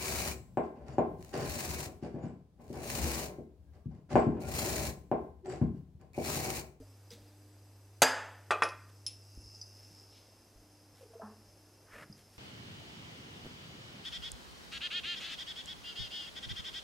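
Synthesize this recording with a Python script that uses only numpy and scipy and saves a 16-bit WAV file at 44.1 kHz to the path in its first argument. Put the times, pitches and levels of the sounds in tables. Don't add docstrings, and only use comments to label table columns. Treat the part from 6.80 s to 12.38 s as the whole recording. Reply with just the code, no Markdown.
import sys
import numpy as np
from scipy import signal
from scipy.fft import rfft, irfft, next_fast_len
from scipy.io import wavfile
from scipy.ndimage import uniform_filter1d, map_coordinates

SR = 44100
rng = np.random.default_rng(int(sys.argv[2]) if len(sys.argv) > 2 else 0)


def store_pcm(level_fs):
    pcm = np.round(np.clip(level_fs, -1, 1) * 32767).astype(np.int16)
    wavfile.write(sys.argv[1], SR, np.atleast_2d(pcm).T)


N = 246078
HUM_HZ = 100


def amp(db):
    return 10 ** (np.asarray(db) / 20)


def unit(x):
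    return x / np.sqrt(np.mean(x ** 2) + 1e-20)


def along(points, hz):
    point_hz, values = np.transpose(points)
    return np.interp(np.log(hz + 1), np.log(point_hz + 1), values)


def curves(rows, outside=None):
    times, *columns = np.transpose(rows)
    return [np.interp(np.arange(N) / SR, times, column, outside, outside) for column in columns]


def wobble(rate):
    points = rng.standard_normal(int(N * rate / SR) + 4)
    return map_coordinates(points, [np.arange(N) * rate / SR])


def filtered(x, response):
    n = x.shape[-1]
    padded = next_fast_len(n + 8192)
    return irfft(rfft(x, padded) * response(np.fft.rfftfreq(padded, 1 / SR)), padded)[..., :n]


def noise(colour, size=N):
    return unit(filtered(rng.standard_normal(size), lambda hz: amp(along(colour, hz))))


def notes(rows, cycles, rise_cycles):
    out, t = np.zeros(N + SR), np.arange(SR // 2) / SR
    for start, db, hz in rows:
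        fade = amp(db - 60 * t * hz / cycles)
        rise = 1 - np.exp(-t * hz / rise_cycles)
        out[round(start * SR):][:len(t)] += fade * rise * np.sin(2 * np.pi * hz * t)
    return out[:N]


def pressure(rows):
    total = 0
    for start, rise, hold, fade, db in rows:
        times = np.cumsum([start, rise, hold, fade])
        levels = db + np.array([-30, 0, 0, -30])
        total = total + amp(curves(np.c_[times, levels], -120)[0])
    return total


def rubbed(rows, colour):
    grip = amp(1.6 * wobble(250))
    return pressure(rows) * unit(grip * noise(colour))


def struck(contacts, pitches, modes, colour, wash, blow_hz,
           clatter_db, clatter_t60, wash_db, wash_t60, rise=0.00046):
    out, t = np.zeros(N + SR), np.arange(SR // 2) / SR
    for start, db, ring_db, blow_db in contacts:
        blow = amp(blow_db - 11.3 * blow_hz * t) * np.sin(2 * np.pi * blow_hz * t)
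        ring = 0
        for hz, (level, t60) in zip(pitches, modes):
            beat_hz = rng.uniform(10.3, 35)
            beats = 1 + 0.6 * np.cos(2 * np.pi * (beat_hz * t + rng.random()))
            ring = ring + amp(level - 60 * t / t60) * beats * np.sin(2 * np.pi * hz * t)
        clatter = noise(colour, size=len(t)) * amp(clatter_db - 60 * t / clatter_t60)
        dense = noise(wash, size=len(t)) * amp(wash_db - 60 * t / wash_t60)
        onset = 1 - np.exp(-t / rise)
        hit = blow + amp(ring_db) * ring + clatter + dense
        out[round(start * SR):][:len(t)] += amp(db) * hit * onset
    return out[:N]


def hum():
    # time_s, level_db
    loudness = [(0, -56.5), (.6, -59.5), (1.9, -55.5), (2.7, -58.5), (3.1, -59.5), (3.65, -69.5),
                (4.2, -63.5), (4.9, -65), (5.2, -67), (5.58, -67)]
    turn = 2 * np.pi * HUM_HZ * np.arange(N) / SR
    hum_db, = curves(loudness)
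    base = amp(hum_db + 0.52 * wobble(7.2)) * np.sin(turn)
    partials = np.sin(3 * turn) + 0.2 * np.sin(2 * turn) + 0.2 * np.sin(6 * turn)
    upper = amp(-78 + 5.5 * wobble(5.7)) * partials
    return np.sqrt(2) * (base + upper)


def resonances(peaks):
    def response(hz):
        total = 0
        for k, (centre, width, db) in enumerate(peaks):
            peak = 1j * hz * width / (centre ** 2 - hz ** 2 + 1j * hz * width)
            total = total + amp(db) * peak * (-1) ** k
        return total
    return response


def pan_hiss():
    # time_s, empty_pan_db, stacked_pans_db
    loudness = [(0, -72, -88), (1.2, -74, -94.5), (2.1, -72, -76.5), (2.5, -72, -63.5), (3, -72, -62.5),
                (3.6, -80, -70.5), (5.58, -88, -69.5)]
    # pitch_hz, width_hz, level_db
    empty_pan = [(2670, 52, -9.5), (4890, 30.9, 1), (5300, 8.7, 5), (6050, 76, -4.5), (6804, 92, -15.5),
                 (7160, 47, -12.5), (7960, 39.03, -3.5), (8900, 56, -10), (10960, 130, -13.5),
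                 (12000, 81, -8.5)]
    # pitch_hz, width_hz, level_db
    stacked_pans = [(2710, 48, -6), (4704, 150, -5.5), (5236, 200, 3), (6290, 89, -1.5), (6800, 86, -12.5),
                    (7580, 90, -19), (8000, 41, -11.5), (9890, 56, -8), (10264, 35, -0.5)]
    pulse = 1 + 0.3 * np.cos(2 * np.pi * HUM_HZ * np.arange(N) / SR)
    hiss = 0
    for level_db, peaks in zip(curves(loudness), (empty_pan, stacked_pans)):
        z = signal.stft(pulse * rng.standard_normal(N), nperseg=512)[2]
        patches = uniform_filter1d(rng.standard_normal(z.shape), 5, 0)
        patches = uniform_filter1d(patches, 12, 1)
        drive = signal.istft(z * amp(1.3 * unit(patches)), nperseg=512)[1][:N]
        hiss = hiss + amp(level_db) * unit(filtered(drive, resonances(peaks)))
    return hiss


def surge():
    # time_s, level_db
    loudness = [(2.45, -93.5), (2.55, -68.5), (2.77, -59), (2.93, -69.5), (3.14, -60), (3.31, -61.5),
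                (3.42, -75), (3.55, -92)]
    # frequency_hz, density_db (per Hz)
    colour = [(2350, -54), (4000, -28.5), (4480, -20.5), (4750, -8), (5220, 3), (5460, -2.5), (5780, -17),
              (6750, -20.5), (7500, -22), (9750, -46.5), (16500, -120)]
    pulse = 1 + 0.32 * np.cos(2 * np.pi * HUM_HZ * np.arange(N) / SR)
    rough = pulse * amp(1.2 * wobble(60)) * noise(colour)
    return amp(curves(loudness, -120)[0] + 2.4 * wobble(14)) * unit(rough)


def air():
    # frequency_hz, density_db (per Hz)
    colour = [(12, -48.5), (20, -18.5), (48, -11), (100, -12), (170, -15.5), (310, -12), (386, -13),
              (832, -18), (1060, -22.5), (3650, -31.5), (5080, -27), (5510, -31), (12400, -31.5),
              (13200, -31.5), (14200, -56.5), (14600, -120)]
    return amp(-65.5 + 0.7 * wobble(1.7)) * noise(colour)


def side_hiss():
    # frequency_hz, density_db (per Hz)
    colour = [(12, -28), (20, -7.5), (928, -7.5), (1190, -12), (1740, -11.5), (2170, -11.5), (12900, -6.5),
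              (14000, -21.5)]
    return amp(-74.5) * noise(colour)


def thuds():
    # start_s, level_db, pitch_hz
    rows = [(0.0, -48, 50), (0.327, -43.5, 213), (0.4, -55, 48), (2.571, -37, 62.6), (2.575, -41, 257),
            (2.6, -42.5, 76), (2.65, -46, 66), (3.109, -50.5, 168), (3.755, -49, 45.4), (4.137, -56, 130),
            (5.13, -53, 45), (5.216, -42.5, 149), (5.299, -37, 174), (5.313, -42, 170)]
    return notes(rows, cycles=7.2, rise_cycles=0.3)


def wooden_notes():
    # start_s, level_db, pitch_hz
    rows = [(0.0, -41.5, 270), (0.002, -44.5, 446), (0.022, -50, 617), (0.31, -44, 472),
            (0.375, -50.5, 592), (4.208, -45, 519), (4.228, -40, 486), (4.245, -47, 426), (4.3, -48, 457),
            (4.334, -44, 667), (4.353, -36.5, 456), (4.396, -35, 655), (4.418, -41.5, 433),
            (4.429, -38, 213.3), (4.48, -44.5, 430), (4.503, -54, 210)]
    return notes(rows, cycles=35.4, rise_cycles=2.36)


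def lift():
    # start_s, rise_s, hold_s, fade_s, level_db
    rows = [(0.3, .006, 0.013, 0.033, -59.5), (0.305, 0.018, 0.014, .09, -57.5), (.36, .03, 0.14, .06, -74)]
    # frequency_hz, density_db (per Hz)
    colour = [(530, -43), (900, -10), (1390, -12.5), (1610, -6), (2460, -5.5), (3010, -8.5), (3360, -1),
              (13000, -17)]
    return rubbed(rows, colour)


def taps():
    # start_s, level_db, ring_db, blow_db
    contacts = [(0.305, -49.5, -5, -4), (2.814, -34, -16, -10), (5.3255, -50, -18.5, -10)]
    pitches = [4900, 5086, 5900, 8000]
    # level_db, t60_s (time to fall 60 dB)
    modes = [(12, 0.039), (-18, 0.056), (4, 0.09), (1, 0.017)]
    # frequency_hz, density_db (per Hz)
    colour = [(1470, -68), (2500, -43), (3890, -44), (5020, 10), (6050, -38), (6430, -36), (13000, -52)]
    return struck(contacts, pitches, modes, colour, colour, blow_hz=4500, clatter_db=-3.0,
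                  clatter_t60=0.03, wash_db=-13.5, wash_t60=0.15, rise=0.00032)


def landing():
    # start_s, level_db, ring_db, blow_db
    contacts = [(1.2188, -7.5, -28, -19.5), (1.2202, -7.5, -29, 7.5), (1.2275, -9, -15.5, 1),
                (1.231, -15, -17.5, -6)]
    pitches = [150, 260, 335, 452, 583, 716, 875, 1300, 1675, 1778, 2471, 2105, 4562, 4680, 4802, 5021,
               5211, 5910, 6115, 6331, 6853, 7560, 7693, 8323, 8882, 9900, 10900, 11340, 12140]
    # level_db, t60_s
    modes = [(-1.5, 0.019), (-17, 0.44), (-6, 0.072), (-4.5, .2), (-8.5, 0.11), (-6.5, .2), (-5, 0.53),
             (-2, 0.36), (-4, .3), (-25.5, 1), (-8.5, 0.22), (-10, 0.23), (-30.5, 0.34), (-16.5, 0.2),
             (-8, 0.32), (-26, 0.453), (-16, 0.45), (-7, 0.11), (-23.5, .55), (-19.5, 0.1), (-30, 0.47),
             (-8, 0.24), (-19, 0.13), (-41, .2), (-24.5, 0.31), (-31, 0.42), (-21.5, .2), (-20.5, .27),
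             (-26.5, .28)]
    # frequency_hz, density_db (per Hz)
    colour = [(47, -40), (80, -6), (777, -7.5), (1610, -4), (1920, -9.5), (3640, -6), (4850, -8),
              (5500, -24.5), (5920, -2.5), (6610, -3.5), (6900, -4), (7200, -17.5), (7700, -3.5),
              (8200, -18.5), (8900, -9.5), (10500, -16), (11700, -10.5), (15600, -36)]
    wash = [(150, -37), (340, -16.5), (530, 1.5), (880, 0), (1150, -2), (1730, 1.5), (2300, -8),
            (3300, -12), (4200, -22), (4850, -11.5), (5550, -38), (6050, -19.5), (7700, -24.5),
            (13500, -46)]
    return struck(contacts, pitches, modes, colour, wash, blow_hz=653, clatter_db=-7,
                  clatter_t60=0.046, wash_db=-22.0, wash_t60=0.6)


def rocking():
    # start_s, level_db, ring_db, blow_db
    contacts = [(1.7072, -13, -16, 7.4), (1.8214, -14.5, -15.5, 12.6)]
    pitches = [441, 732, 856, 1025, 1148, 1190, 1227, 1365, 1500, 1830, 2089, 2395, 2546, 3042, 3354, 3413,
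               4786]
    # level_db, t60_s
    modes = [(-14, 0.15), (-11, 0.055), (-3, 0.17), (-15, 0.35), (-9, 0.088), (3, 0.21), (-9, 0.23),
             (0, 0.145), (-5, 0.144), (3.5, 0.059), (-10.5, 0.14), (-9.5, 0.25), (-5.5, 0.2), (-22.5, 0.14),
             (-10.5, 0.13), (-22.5, 0.2), (-20, 0.11)]
    # frequency_hz, density_db (per Hz)
    colour = [(71, -58), (120, -29), (720, -15), (933, -16.5), (1190, -7), (2380, -14), (2580, -19.5),
              (3020, -28), (3340, -24), (9030, -32), (14000, -54.5)]
    wash = [(88, -62), (150, -40), (310, -13), (532, -6), (864, -12), (954, -20), (1200, -2.5), (2180, -34),
            (2480, -15), (2700, -20), (4500, -35.5), (5850, -64), (9900, -120)]
    return struck(contacts, pitches, modes, colour, wash, blow_hz=1125, clatter_db=-11.5,
                  clatter_t60=0.093, wash_db=-14.5, wash_t60=0.23)


def handle_ticks():
    # start_s, level_db, ring_db, blow_db
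    contacts = [(1.8344, -26.5, -14.5, -14), (1.8894, -37.5, -29, 2), (2.2646, -24.5, -12, 3.5)]
    pitches = [2697, 5103, 5233, 5642, 6417, 7569, 10215]
    # level_db, t60_s
    modes = [(-22.5, .2), (0, 0.11), (-2, 0.079), (-20, 0.2), (-23, 0.34), (-19, 0.13), (-5, 0.13)]
    # frequency_hz, density_db (per Hz)
    colour = [(880, -59.5), (1500, -45), (2700, -19.5), (4190, -11.5), (5250, 6.5), (8610, -35),
              (10400, -3), (11000, -36.5), (14000, -30)]
    wash = [(1060, -69), (1800, -23), (2610, -2.5), (2840, -6), (4220, -6), (5190, -2), (7170, -13),
            (9260, -16), (10400, -8), (13000, -33)]
    return struck(contacts, pitches, modes, colour, wash, blow_hz=4800, clatter_db=-7.0,
                  clatter_t60=0.044, wash_db=-22.5, wash_t60=0.2, rise=0.0001)


def steel():
    hits = taps() + landing() + rocking() + handle_ticks()
    return filtered(hits, lambda hz: (1j * hz / (90 + 1j * hz)) ** 3)


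def rustle():
    # start_s, rise_s, hold_s, fade_s, level_db
    rows = [(2.075, 0.021, .004, 0.019, -66), (2.9, 0.079, 0.23, 0.12, -71.5),
            (4.08, 0.092, 0.065, .07, -69), (4.29, 0.035, .005, 0.064, -73), (5.35, 0.028, .005, 0.21, -65),
            (5.46, 0.082, .02, .1, -65.5)]
    # frequency_hz, density_db (per Hz)
    colour = [(300, -41), (700, -5), (2000, -4), (4000, -5), (8000, -9), (13000, -9.5), (14200, -59.5)]
    return rubbed(rows, colour)


def brush():
    # start_s, rise_s, hold_s, fade_s, level_db
    rows = [(3.2, 0.16, 0.011, 0.31, -67)]
    # frequency_hz, density_db (per Hz)
    colour = [(1180, -42), (2000, -14), (2240, -9), (2390, -9.5), (3670, -5), (4500, -7.5), (5850, -37),
              (9900, -120)]
    return rubbed(rows, colour)


def drawer():
    # start_s, rise_s, hold_s, fade_s, level_db
    rows = [(4.15, 0.074, .01, .08, -75), (4.31, .03, .005, 0.11, -67), (4.404, 0.012, 0.028, 0.15, -50)]
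    # frequency_hz, density_db (per Hz)
    colour = [(350, -32), (600, -8), (651, -11), (722, -2), (865, 2), (1080, 2), (1810, -12.5), (2010, -24),
              (2400, -38), (3120, -50), (5280, -120)]
    return rubbed(rows, colour)


def slide():
    # start_s, rise_s, hold_s, fade_s, level_db
    rows = [(5.04, 0.099, 0.099, 0.024, -52.5)]
    # frequency_hz, density_db (per Hz)
    colour = [(120, -33), (200, -2.5), (369, -6), (591, 2.5), (720, -11), (1270, -0.5), (1810, 1),
              (3100, -12), (3500, -17), (5240, -22), (12800, -23), (14200, -59.5)]
    return rubbed(rows, colour)


def kitchen(x):
    # frequency_hz, t60_s
    decay = [(40, .12), (120, 0.68), (500, 0.38), (1500, 0.53), (4000, 0.4), (8000, .4), (15000, 0.16)]
    out, step = np.zeros(N + 2 * SR), SR // 4
    for start in range(0, N, step):
        hz, t, z = signal.stft(rng.standard_normal(SR * 3 // 4), SR, nperseg=256)
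        fade = amp(-60 * t / along(decay, hz)[:, None])
        tail = signal.istft(z * fade, SR, nperseg=256)[1]
        wet = signal.fftconvolve(x[start:start + step], tail / np.linalg.norm(tail))
        out[start + 200:][:len(wet)] += wet
    return out[:N]


def scene():
    hob = hum() + pan_hiss() + surge()
    knocks = thuds() + wooden_notes()
    pans = steel()
    strokes = lift() + rustle() + brush() + drawer() + slide()
    room = kitchen(amp(-14) * pans + amp(-6) * knocks + amp(-17.0) * strokes)
    mid = pans + knocks + strokes + room + hob + air()
    side = side_hiss()
    return np.array([mid + side, mid - side])


def record(dry):
    top_hz = 15784
    keep = np.exp(-1 / (0.15 * SR))
    power = signal.lfilter([1 - keep], [1, -keep], np.mean(dry ** 2, axis=0))
    loudness = np.sqrt(power + 1e-12)
    gain = (1 + (loudness / amp(-28.0)) ** 2) ** -0.15
    return filtered(dry * gain, lambda hz: hz < top_hz)


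dry = scene()
out = record(dry)
store_pcm(out)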